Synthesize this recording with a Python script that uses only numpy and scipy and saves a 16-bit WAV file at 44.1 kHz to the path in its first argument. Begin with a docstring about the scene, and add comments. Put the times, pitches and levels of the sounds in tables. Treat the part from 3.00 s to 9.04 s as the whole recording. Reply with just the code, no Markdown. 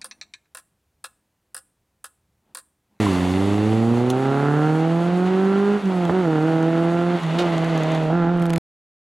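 """A four-cylinder rally car pulls out of a hairpin and away up a wet tarmac road; microphone on the verge.
It revs up, changes gear with a pop, lifts and picks up again; uneven firings boom, bark and rasp in
the exhaust. Tyres hiss, chirp once and flick grit; the bank echoes a little, then hides the car.
A faint breeze is on the microphone. Sharp ticks come close by just before the sound stops dead."""
import sys
import numpy as np
from scipy import signal
from scipy.fft import rfft, irfft
from scipy.io import wavfile
from scipy.ndimage import uniform_filter1d, map_coordinates

SR = 44100
rng = np.random.default_rng(int(sys.argv[2]) if len(sys.argv) > 2 else 0)


def unload_audio(sound):
    """Save the sound as a 16-bit wav file, at the path given as the first command line argument."""
    columns = np.transpose(np.atleast_2d(sound))
    # keep every value between -1 and 1, then stretch to whole-number steps
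    steps = np.round(np.clip(columns, -1, 1) * 32767)
    wavfile.write(sys.argv[1], SR, steps.astype(np.int16))


N = 266364
TIME = np.arange(N) / SR
MID_REVS_HZ = 160  # firing rate
STARVE_S = 0.053  # time the note takes to die on a lift
HIDDEN_S = 5.03  # the car starts to go behind the bank

# sudden lifts of the throttle: time_s, depth_db, recover_s, coasting_bark_db
LIFTS = [(2.817, -16.5, 0.06, 1.5), (4.208, -13, .12, 1.5)]
# the four lowest partials, fundamental first: load_db, coasting_db, revs_db_per_octave
PARTIALS = [(1, -1.5, 1), (0.5, -6, 2.5), (-3.5, -3, -5.5), (-5, -3.5, 1)]


def undb(db):
    """Decibels to gain."""
    return 10 ** (np.asarray(db) / 20)


def curves(table):
    """Each column of a timed table, sample by sample."""
    times, *columns = np.transpose(table)
    return [np.interp(TIME, times, column) for column in columns]


def unit(x):
    """Scale to rms 1."""
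    return x / np.sqrt(np.mean(x ** 2))


def steady(x):
    """Scale to rms 1 over every quarter second."""
    return x / np.sqrt(uniform_filter1d(x ** 2, size=SR // 4) + 1e-18)


def noise():
    """White noise."""
    return rng.standard_normal(N)


def walk(rate_hz):
    """A smooth random drift of rms 1 that changes about rate_hz times a second."""
    knots = rng.standard_normal(4096)
    return unit(map_coordinates(knots, [TIME * rate_hz], order=3, mode="wrap"))


def colour(x, outline, size=4096):
    """Causal filter with an outline of freq_hz, level_db; keeps the power of white noise."""
    hz, db = np.transpose(outline)
    grid = np.maximum(np.fft.rfftfreq(size, 1 / SR), 1)
    gain = undb(np.interp(np.log(grid), np.log(hz), db))
    cepstrum = irfft(np.log(gain))
    cepstrum[1:size // 2] *= 2  # fold to minimum phase
    cepstrum[size // 2 + 1:] = 0
    response = irfft(np.exp(rfft(cepstrum)))
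    return signal.fftconvolve(x, response / np.linalg.norm(response))[:N]


def resonate(x, hz, width_hz):
    """One resonance, gain 1 at its centre."""
    return signal.lfilter(*signal.iirpeak(hz, hz / width_hz, fs=SR), x)


def noise_band(hz, width_hz):
    """Noise passed twice through one resonance, rms 1."""
    return unit(resonate(resonate(noise(), hz, width_hz), hz, width_hz))


def delayed(x, delay_s):
    """The same sound, later."""
    return np.interp(TIME - delay_s, TIME, x, left=0)


def fade(start_s, t60_s):
    """A sudden rise that dies by 60 dB in t60_s."""
    age = TIME - start_s
    return (age >= 0) * np.exp(-np.log(1000) * np.clip(age / t60_s, 0, 4))


def ramp(start_s, length_s):
    """A straight rise from 0 to 1."""
    return np.clip((TIME - start_s) / length_s, 0, 1)


def held(start_s, end_s, edge_s):
    """1 between start and end, with sloping edges centred on both."""
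    return ramp(start_s - edge_s / 2, edge_s) - ramp(end_s - edge_s / 2, edge_s)


def throttle(pedal_s=0.026):
    """How far the throttle is open (0-1), then the dB it adds to boom, overtones, bark and rasp."""
    # presses of the pedal: start_s, length_s, boom_db, overtones_db, bark_db, rasp_db
    pulls = [(0, 2.9, -0.5, -1.5, 3, 7), (3.119, 1.065, -2.3, 2, 3.5, 10.5), (4.383, .07, -6, 8.5, 8, 11.5),
             (5.114, .5, 0, -1.5, 6.5, 13.5)]
    return sum(np.outer([1, *boosts_db], held(start, start + length, pedal_s))
               for start, length, *boosts_db in pulls)


def firings(cycles, scatter_db, jitter):
    """One click a firing; each cylinder has its own strength and lateness, and no two are alike."""
    # cylinders in firing order: strength_db, lateness_periods
    cylinders = [(2.4, 0), (-1.5, .02), (-1.2, -.005), (-1, -.012)]
    count = np.arange(1, int(cycles[-1]))
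    strength_db, late = np.array(cylinders)[count % len(cylinders)].T
    time_chance, size_chance = rng.standard_normal((len(count), 2)).T
    at = np.interp(count + late - late.mean() + jitter * time_chance, cycles, np.arange(N))
    size = undb(strength_db + scatter_db * size_chance)
    size = size / size.mean()
    whole, part = at.astype(int), at % 1  # each click is shared between two samples
    clicks = np.bincount(whole, size * (1 - part), N + 1) + np.bincount(whole + 1, size * part, N + 1)
    return clicks[:N]


def boom(cycles, hz, lag_periods=0.305, skew_rad=0.079, flutter_db=0.91, cool_tuning=0.889):
    """The smooth swell of gas that leaves the tailpipe just after each firing's sharp front."""
    # the hot pipe lifts or swallows each partial that sweeps through it: freq_hz, level_db
    pipe_response = [(90, -28), (112, -22.5), (133, -27), (146, -21.5), (205, -21), (235, -17),
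                     (265, -23.5), (325, -21.5), (352, -25), (378, -20), (425, -22), (480, -23.5),
                     (550, -30.5), (615, -35), (655, -24.5), (820, -30.5)]
    pipe_hz, pipe_db = np.transpose(pipe_response)
    load, boom_db, overtones_db, _, _ = throttle()
    low_dip_db, high_dip_db = starvation()
    upper_db = high_dip_db + overtones_db + 0.45 * bank_shadow()
    tuning = load + (1 - load) * cool_tuning  # coasting, cooler gas lowers the resonances
    octaves = np.log2(hz / MID_REVS_HZ)
    swell = 0
    for k, (load_db, coasting_db, db_per_octave) in enumerate(PARTIALS, 1):
        response_db = np.interp(np.log(k * hz / tuning), np.log(pipe_hz), pipe_db)
        drive_db = load * load_db + (1 - load) * coasting_db + db_per_octave * octaves + boom_db
        level_db = response_db + drive_db + (low_dip_db if k == 1 else upper_db)
        partial = np.cos(2 * np.pi * k * (cycles - lag_periods) + skew_rad)
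        swell = swell + undb(level_db + flutter_db * walk(60)) * partial
    return np.sqrt(2) * swell


def exhaust_levels(hz, bark_db_per_octave=-10, bark_beaming=0.44):
    """The dB of bark and rasp: both follow the throttle and are beamed out of the tailpipe."""
    # how squarely the tailpipe points at the microphone as the car swings round: time_s, level_db
    tailpipe_aim = [(0, -28.5), (1.0, -11.5), (1.22, -1.5), (1.42, 3.5), (1.65, 2.5), (1.9, -6), (2.25, -5),
                    (2.55, 0), (3.3, -5)]
    aim_db = curves(tailpipe_aim)[0]
    load, _, _, bark_push_db, rasp_push_db = throttle()
    coasting_db = 0
    for lift_s, _, _, db in LIFTS:
        coasting_db = np.where(TIME > lift_s - STARVE_S, db, coasting_db)
    revs_db = bark_db_per_octave * np.log2(hz / MID_REVS_HZ)
    loss_db = starvation()[1] + bank_shadow()
    bark_db = -33 + bark_push_db + (1 - load) * coasting_db + revs_db + bark_beaming * aim_db
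    rasp_db = -42.5 + rasp_push_db + aim_db
    return bark_db + loss_db, rasp_db + loss_db


def exhaust(cycles, hz):
    """Sharp fronts ring the pipe: a throaty bark, and a rasp that opens under load."""
    # the pipe's throaty range: freq_hz, level_db
    bark_colour = [(35, -46), (60, -25), (85, 7.5), (130, 7.5), (230, 19.5), (400, 17), (480, 6.5),
                   (555, 12), (620, 4), (700, 7), (755, 10.5), (810, 11.5), (860, 4), (920, 1.5),
                   (1050, -4), (1400, -6), (4000, -72.5), (16000, -83)]
    # the pipe's rasping upper range: freq_hz, level_db
    rasp_colour = [(600, -25), (950, -6), (1150, -1), (1380, 0), (1540, -1), (1720, -2), (1880, -4),
                   (2080, -6), (2300, -20), (2500, -21), (2800, -16), (4000, -26), (8000, -48),
                   (16000, -75)]
    bark_db, rasp_db = exhaust_levels(hz)
    fronts = firings(cycles, scatter_db=.8, jitter=.003)
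    # the lowest four partials belong to the boom; the limp between them stays
    low_partials = sum(np.cos(2 * np.pi * k * cycles) for k in range(1, len(PARTIALS) + 1))
    edges = fronts - hz / SR * (1 + 2 * low_partials)
    # each front drags a short puff of turbulence behind it
    puffs = undb(-13) * unit(np.exp(-(cycles % 1) / .3) * noise())
    bark = colour(-edges, bark_colour)
    rasp = silencer(colour(puffs - unit(edges), rasp_colour))
    return steady(bark) * undb(bark_db) + steady(rasp) * undb(rasp_db)


def silencer(x):
    """The can rings on between firings and lends the rasp a nasal edge."""
    # modes of the can: freq_hz, width_hz, level_db
    modes = [(1390, 80, 10.5), (1495, 220, 2), (1676, 55, 1)]
    return x + sum(undb(db) * resonate(x, hz, width) for hz, width, db in modes)


def bass_cut(x, cutoff_hz=62):
    """The exhaust's fronts carry almost no deep bass."""
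    return signal.sosfilt(signal.butter(4, cutoff_hz, "highpass", fs=SR, output="sos"), x)


def gas_rush(cycles, hz, db_per_octave=3, away_s=0.58, hide_db_per_s=-9):
    """Gas and valve gear hiss in time with the firings, louder with revs and under braking."""
    # spectrum of the rush: freq_hz, level_db
    gas_colour = [(60, -22), (200, 8.5), (500, 10.5), (1000, 8), (1700, 1.5), (2050, 2), (2300, -2),
                  (2750, -1), (3500, -5.5), (4500, -11.5), (5000, -18), (7000, -21), (11000, -42),
                  (16000, -47)]
    pulsing = 1 + 0.052 * np.cos(2 * np.pi * (cycles - .15))
    gas = unit(colour(pulsing * noise() * undb(walk(45)), gas_colour))
    distance_db = -34.5 + 9.5 * np.exp(-TIME / away_s)  # closest in the hairpin
    flow_db = db_per_octave * np.log2(hz / MID_REVS_HZ) + .15 * starvation()[1] + 5.5 * braking()
    hidden_db = hide_db_per_s * np.maximum(TIME - HIDDEN_S, 0)
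    return gas * undb(distance_db + flow_db + hidden_db)


def tyre_spray(away_s=0.72, braking_db=1, hidden_db=-10.5):
    """Tyres throw fine droplets off the wet road; their treble is the first thing the bank hides."""
    # spectrum of the spray: freq_hz, level_db
    spray_colour = [(2500, -28), (4500, 5.5), (5200, -5.5), (5600, 0), (5950, -3.5), (6400, 1),
                    (7000, -0.5), (8000, -1), (8500, -3.5), (9300, -3), (10300, -4), (11300, -9),
                    (12500, -13.5), (15500, -22.5)]
    droplets = noise() * undb(3.5 * np.clip(noise(), -3, 2.5))
    spray = unit(colour(droplets * undb(walk(31)), spray_colour))
    distance_db = -56 + 15 * np.exp(-TIME / away_s)
    return spray * undb(distance_db + braking_db * braking() + hidden_db * ramp(HIDDEN_S, 0.15))


def engine_bay(cycles):
    """Valve gear knocks once a firing and rings the metal round it; loudest with the car side-on."""
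    # stiff panels under the bonnet: freq_hz, width_hz, level_db
    panels = [(2070, 130, 0), (2760, 260, -5), (3500, 350, -5)]
    # how much of the bay faces the microphone: time_s, level_db
    facing = [(0, -41), (.35, -42.5), (.6, -45.5), (.9, -55.5), (1.3, -48), (1.8, -74.5), (4.2, -48),
              (4.6, -58), (4.95, -43), (5.15, -76), (5.58, -68)]
    knocks = firings(cycles, scatter_db=2.2, jitter=.02)
    ring = sum(undb(db) * resonate(resonate(knocks, hz, width), hz, 3 * width)
               for hz, width, db in panels)
    return steady(ring) * undb(curves(facing)[0])


def breeze(gust_db=3):
    """Light wind rumbles on the microphone."""
    # spectrum of the rumble: freq_hz, level_db
    wind_colour = [(20, 0), (60, -2), (120, -7), (300, -22), (1000, -45), (8000, -90)]
    # strength of the breeze: time_s, level_db
    strength = [(0, -56), (.6, -62), (1.5, -61), (3.6, -62), (5.2, -48.5)]
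    return unit(colour(noise(), wind_colour)) * undb(curves(strength)[0] + gust_db * walk(3.9))


def hillside(x, scatter_db, t60_s=0.17):
    """A few echoes, then a thin scatter off rocks and scrub, different in each channel."""
    # echoes from the road and the bank: delay_s, level_db
    reflections = [(0.0117, -15.5), (0.0248, -12.5), (.041, -29.5)]
    echoes = sum(undb(db) * delayed(x, delay) for delay, db in reflections)
    tails = rng.standard_normal((2, SR // 2)) * fade(0.011, t60_s)[:SR // 2]
    tails /= np.linalg.norm(tails, axis=1, keepdims=True)
    scatter = signal.fftconvolve(x[None], tails, axes=1)[:, :N]
    return x + echoes + undb(scatter_db) * scatter


def tyre_chirp():
    """A tyre slips for an instant in the hairpin; the squeal wavers."""
    # the slip: centre_s, pitch_hz, level_db, half_length_s
    slips = [(.068, 1050, -17, .004)]
    waver = .4 * walk(500)
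    return sum(undb(db) * np.exp(-((TIME - centre) / half) ** 2) * np.sin(2 * np.pi * hz * TIME + waver)
               for centre, hz, db, half in slips)


def chink():
    """A stone that meets bare metal gives a short, very high ring."""
    # the strike: start_s, level_db, ring_hz, width_hz, t60_s
    strikes = [(1.1, -31.5, 10060, 2200, 0.032)]
    return sum(undb(db) * fade(start, t60) * noise_band(hz, width)
               for start, db, hz, width, t60 in strikes)


def grit(trim_db=-3, crack_db=6, crack_t60_s=0.006):
    """Stones crack against the underbody and ring briefly."""
    # stones flicked by the tyres: start_s, relative_db, ring_t60_s
    stones = [(1.102, -30, 0.064), (2.858, -43, 0.014), (3.052, -39, .018), (3.628, -44, 0.015),
              (4.234, -40, .02), (4.265, -44.5, .02), (4.422, -41, .02), (4.5806, -38, .02),
              (4.6454, -36, 0.019), (4.777, -35, 0.016), (4.834, -35, 0.017), (4.919, -38.5, .02),
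              (4.9481, -37, .02), (5.0344, -44, 0.021)]
    # spectrum of the hits: freq_hz, level_db
    grit_colour = [(500, -27), (1500, -31), (3500, 4.5), (5000, -11.5), (6500, -1.5), (8500, -13),
                   (10300, -12), (12500, -25.5), (16000, -20.5)]
    envelope = sum(undb(db) * (fade(start, t60) + undb(crack_db) * fade(start, crack_t60_s))
                   for start, db, t60 in stones)
    return undb(trim_db) * colour(envelope * noise(), grit_colour)


def starvation(refill_s=0.017):
    """A lift starves the exhaust: the dB lost briefly by the fundamental, and for longer above it."""
    low_db = high_db = 0
    for lift_s, depth_db, recover_s, _ in LIFTS:
        dip_db = depth_db * ramp(lift_s - STARVE_S, STARVE_S)
        age = np.maximum(TIME - lift_s, 0)
        low_db = low_db + dip_db * np.exp(-(age / refill_s) ** 2)
        high_db = high_db + dip_db * np.exp(-(age / recover_s) ** 2)
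    return low_db, high_db


def spits(rise_s=0.02):
    """Unburnt fuel goes off in the pipe as breathy spits of gas."""
    # spits from the tailpipe: start_s, relative_db, centre_hz, width_hz, t60_s
    bursts = [(2.916, -31, 1500, 900, .03), (3.094, -16, 480, 550, .07), (4.384, -22, 2700, 2600, .13),
              (4.833, -21, 1900, 1500, .03), (4.947, -19.5, 1600, 2500, .028),
              (5.096, -15.5, 740, 250, .09)]
    return sum(undb(db) * (fade(start, t60) - fade(start, rise_s)) * noise_band(hz, width)
               for start, db, hz, width, t60 in bursts)


def backfires():
    """Unburnt fuel goes off as the throttle comes back; each hard front rings the pipe."""
    # the pipe's answer to a single blow: freq_hz, level_db
    bang_colour = [(40, -20), (100, 0), (300, 2), (550, 0), (900, -6), (1400, -7), (1800, -11), (2400, -32),
                   (8000, -70)]
    # bangs at the gear change: start_s, level_db
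    bangs = [(3.0958, -5.5), (3.1078, -14)]
    ring = colour(-signal.unit_impulse(N), bang_colour)
    ring /= np.abs(ring).max()
    return sum(undb(db) * delayed(ring, start) for start, db in bangs)


def braking():
    """1 while the car brakes for the bend and the wheels drive the engine."""
    return held(start_s=4.16, end_s=4.98, edge_s=0.17)


def bank_shadow(after_s=0.21, db_per_s=-29):
    """The dB that the bank takes from the exhaust's upper range; the tailpipe is hidden last."""
    return db_per_s * np.maximum(TIME - HIDDEN_S - after_s, 0)


def close_ticks(t60_s=0.012):
    """Dry, bright ticks close to the microphone."""
    # the ticks: start_s, level_db
    ticks = [(5.3738, -36), (5.3975, -34), (5.4199, -31), (5.4252, -28), (5.4381, -38), (5.456, -25.5),
             (5.4646, -29), (5.4967, -31), (5.5039, -23.5), (5.5327, -23.5), (5.5366, -23), (5.56, -20),
             (5.5786, -23)]
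    # spectrum of a tick: freq_hz, level_db
    tick_colour = [(1000, 3.5), (3000, -3.5), (6000, -12), (10000, -11), (13000, -21), (16000, -34)]
    envelope = sum(undb(db) * fade(start, t60_s) for start, db in ticks)
    return colour(envelope * noise(), tick_colour)


def scene(pipe_right_db=2.5):
    """From the verge the exhaust sits a little to the right, the hiss in the middle."""
    # a long pull in first, an upshift, a short pull, a downshift, a pick-up: time_s, firing_hz
    engine_speed = [(0.0, 109.6), (0.14, 90.2), (0.3, 90.9), (0.42, 97.82), (1.05, 123.2), (1.22, 133.3),
                    (1.74, 157.1), (2.3, 185.5), (2.76, 206.4), (2.9, 187.1), (3.1, 168.3), (3.14, 186.4),
                    (3.2, 186), (3.28, 160.1), (3.39, 152.8), (3.48, 162), (3.6, 161.8), (4.14, 175.8),
                    (4.3, 158.4), (4.41, 176.8), (4.57, 162.2), (4.69, 165.9), (4.83, 156), (4.92, 161.4),
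                    (5.09, 155.6), (5.16, 174.5), (5.25, 168), (5.32, 175.4), (5.55, 166.2)]
    hz = curves(engine_speed)[0] * (1 + .0007 * walk(20))
    cycles = np.cumsum(hz) / SR  # one cycle a firing
    pan = undb(np.array([[-pipe_right_db], [pipe_right_db]]) / 2)
    swell = boom(cycles, hz)
    fronts = bass_cut(exhaust(cycles, hz) + spits() + backfires())
    pipe = swell + hillside(fronts + tyre_chirp(), scatter_db=-19)
    hiss = hillside(gas_rush(cycles, hz) + tyre_spray() + engine_bay(cycles), scatter_db=-13)
    return pan * pipe + hiss + breeze() + grit() + close_ticks() + chink()


def record(dry, stop_s=5.583, top_hz=15800):
    """The sound stops dead; the highest treble is cut."""
    running = np.clip((stop_s - TIME) / .002, 0, 1)
    return signal.sosfilt(signal.ellip(8, .2, 70, top_hz, fs=SR, output="sos"), dry * running)


dry = scene()
out = record(dry)
unload_audio(out)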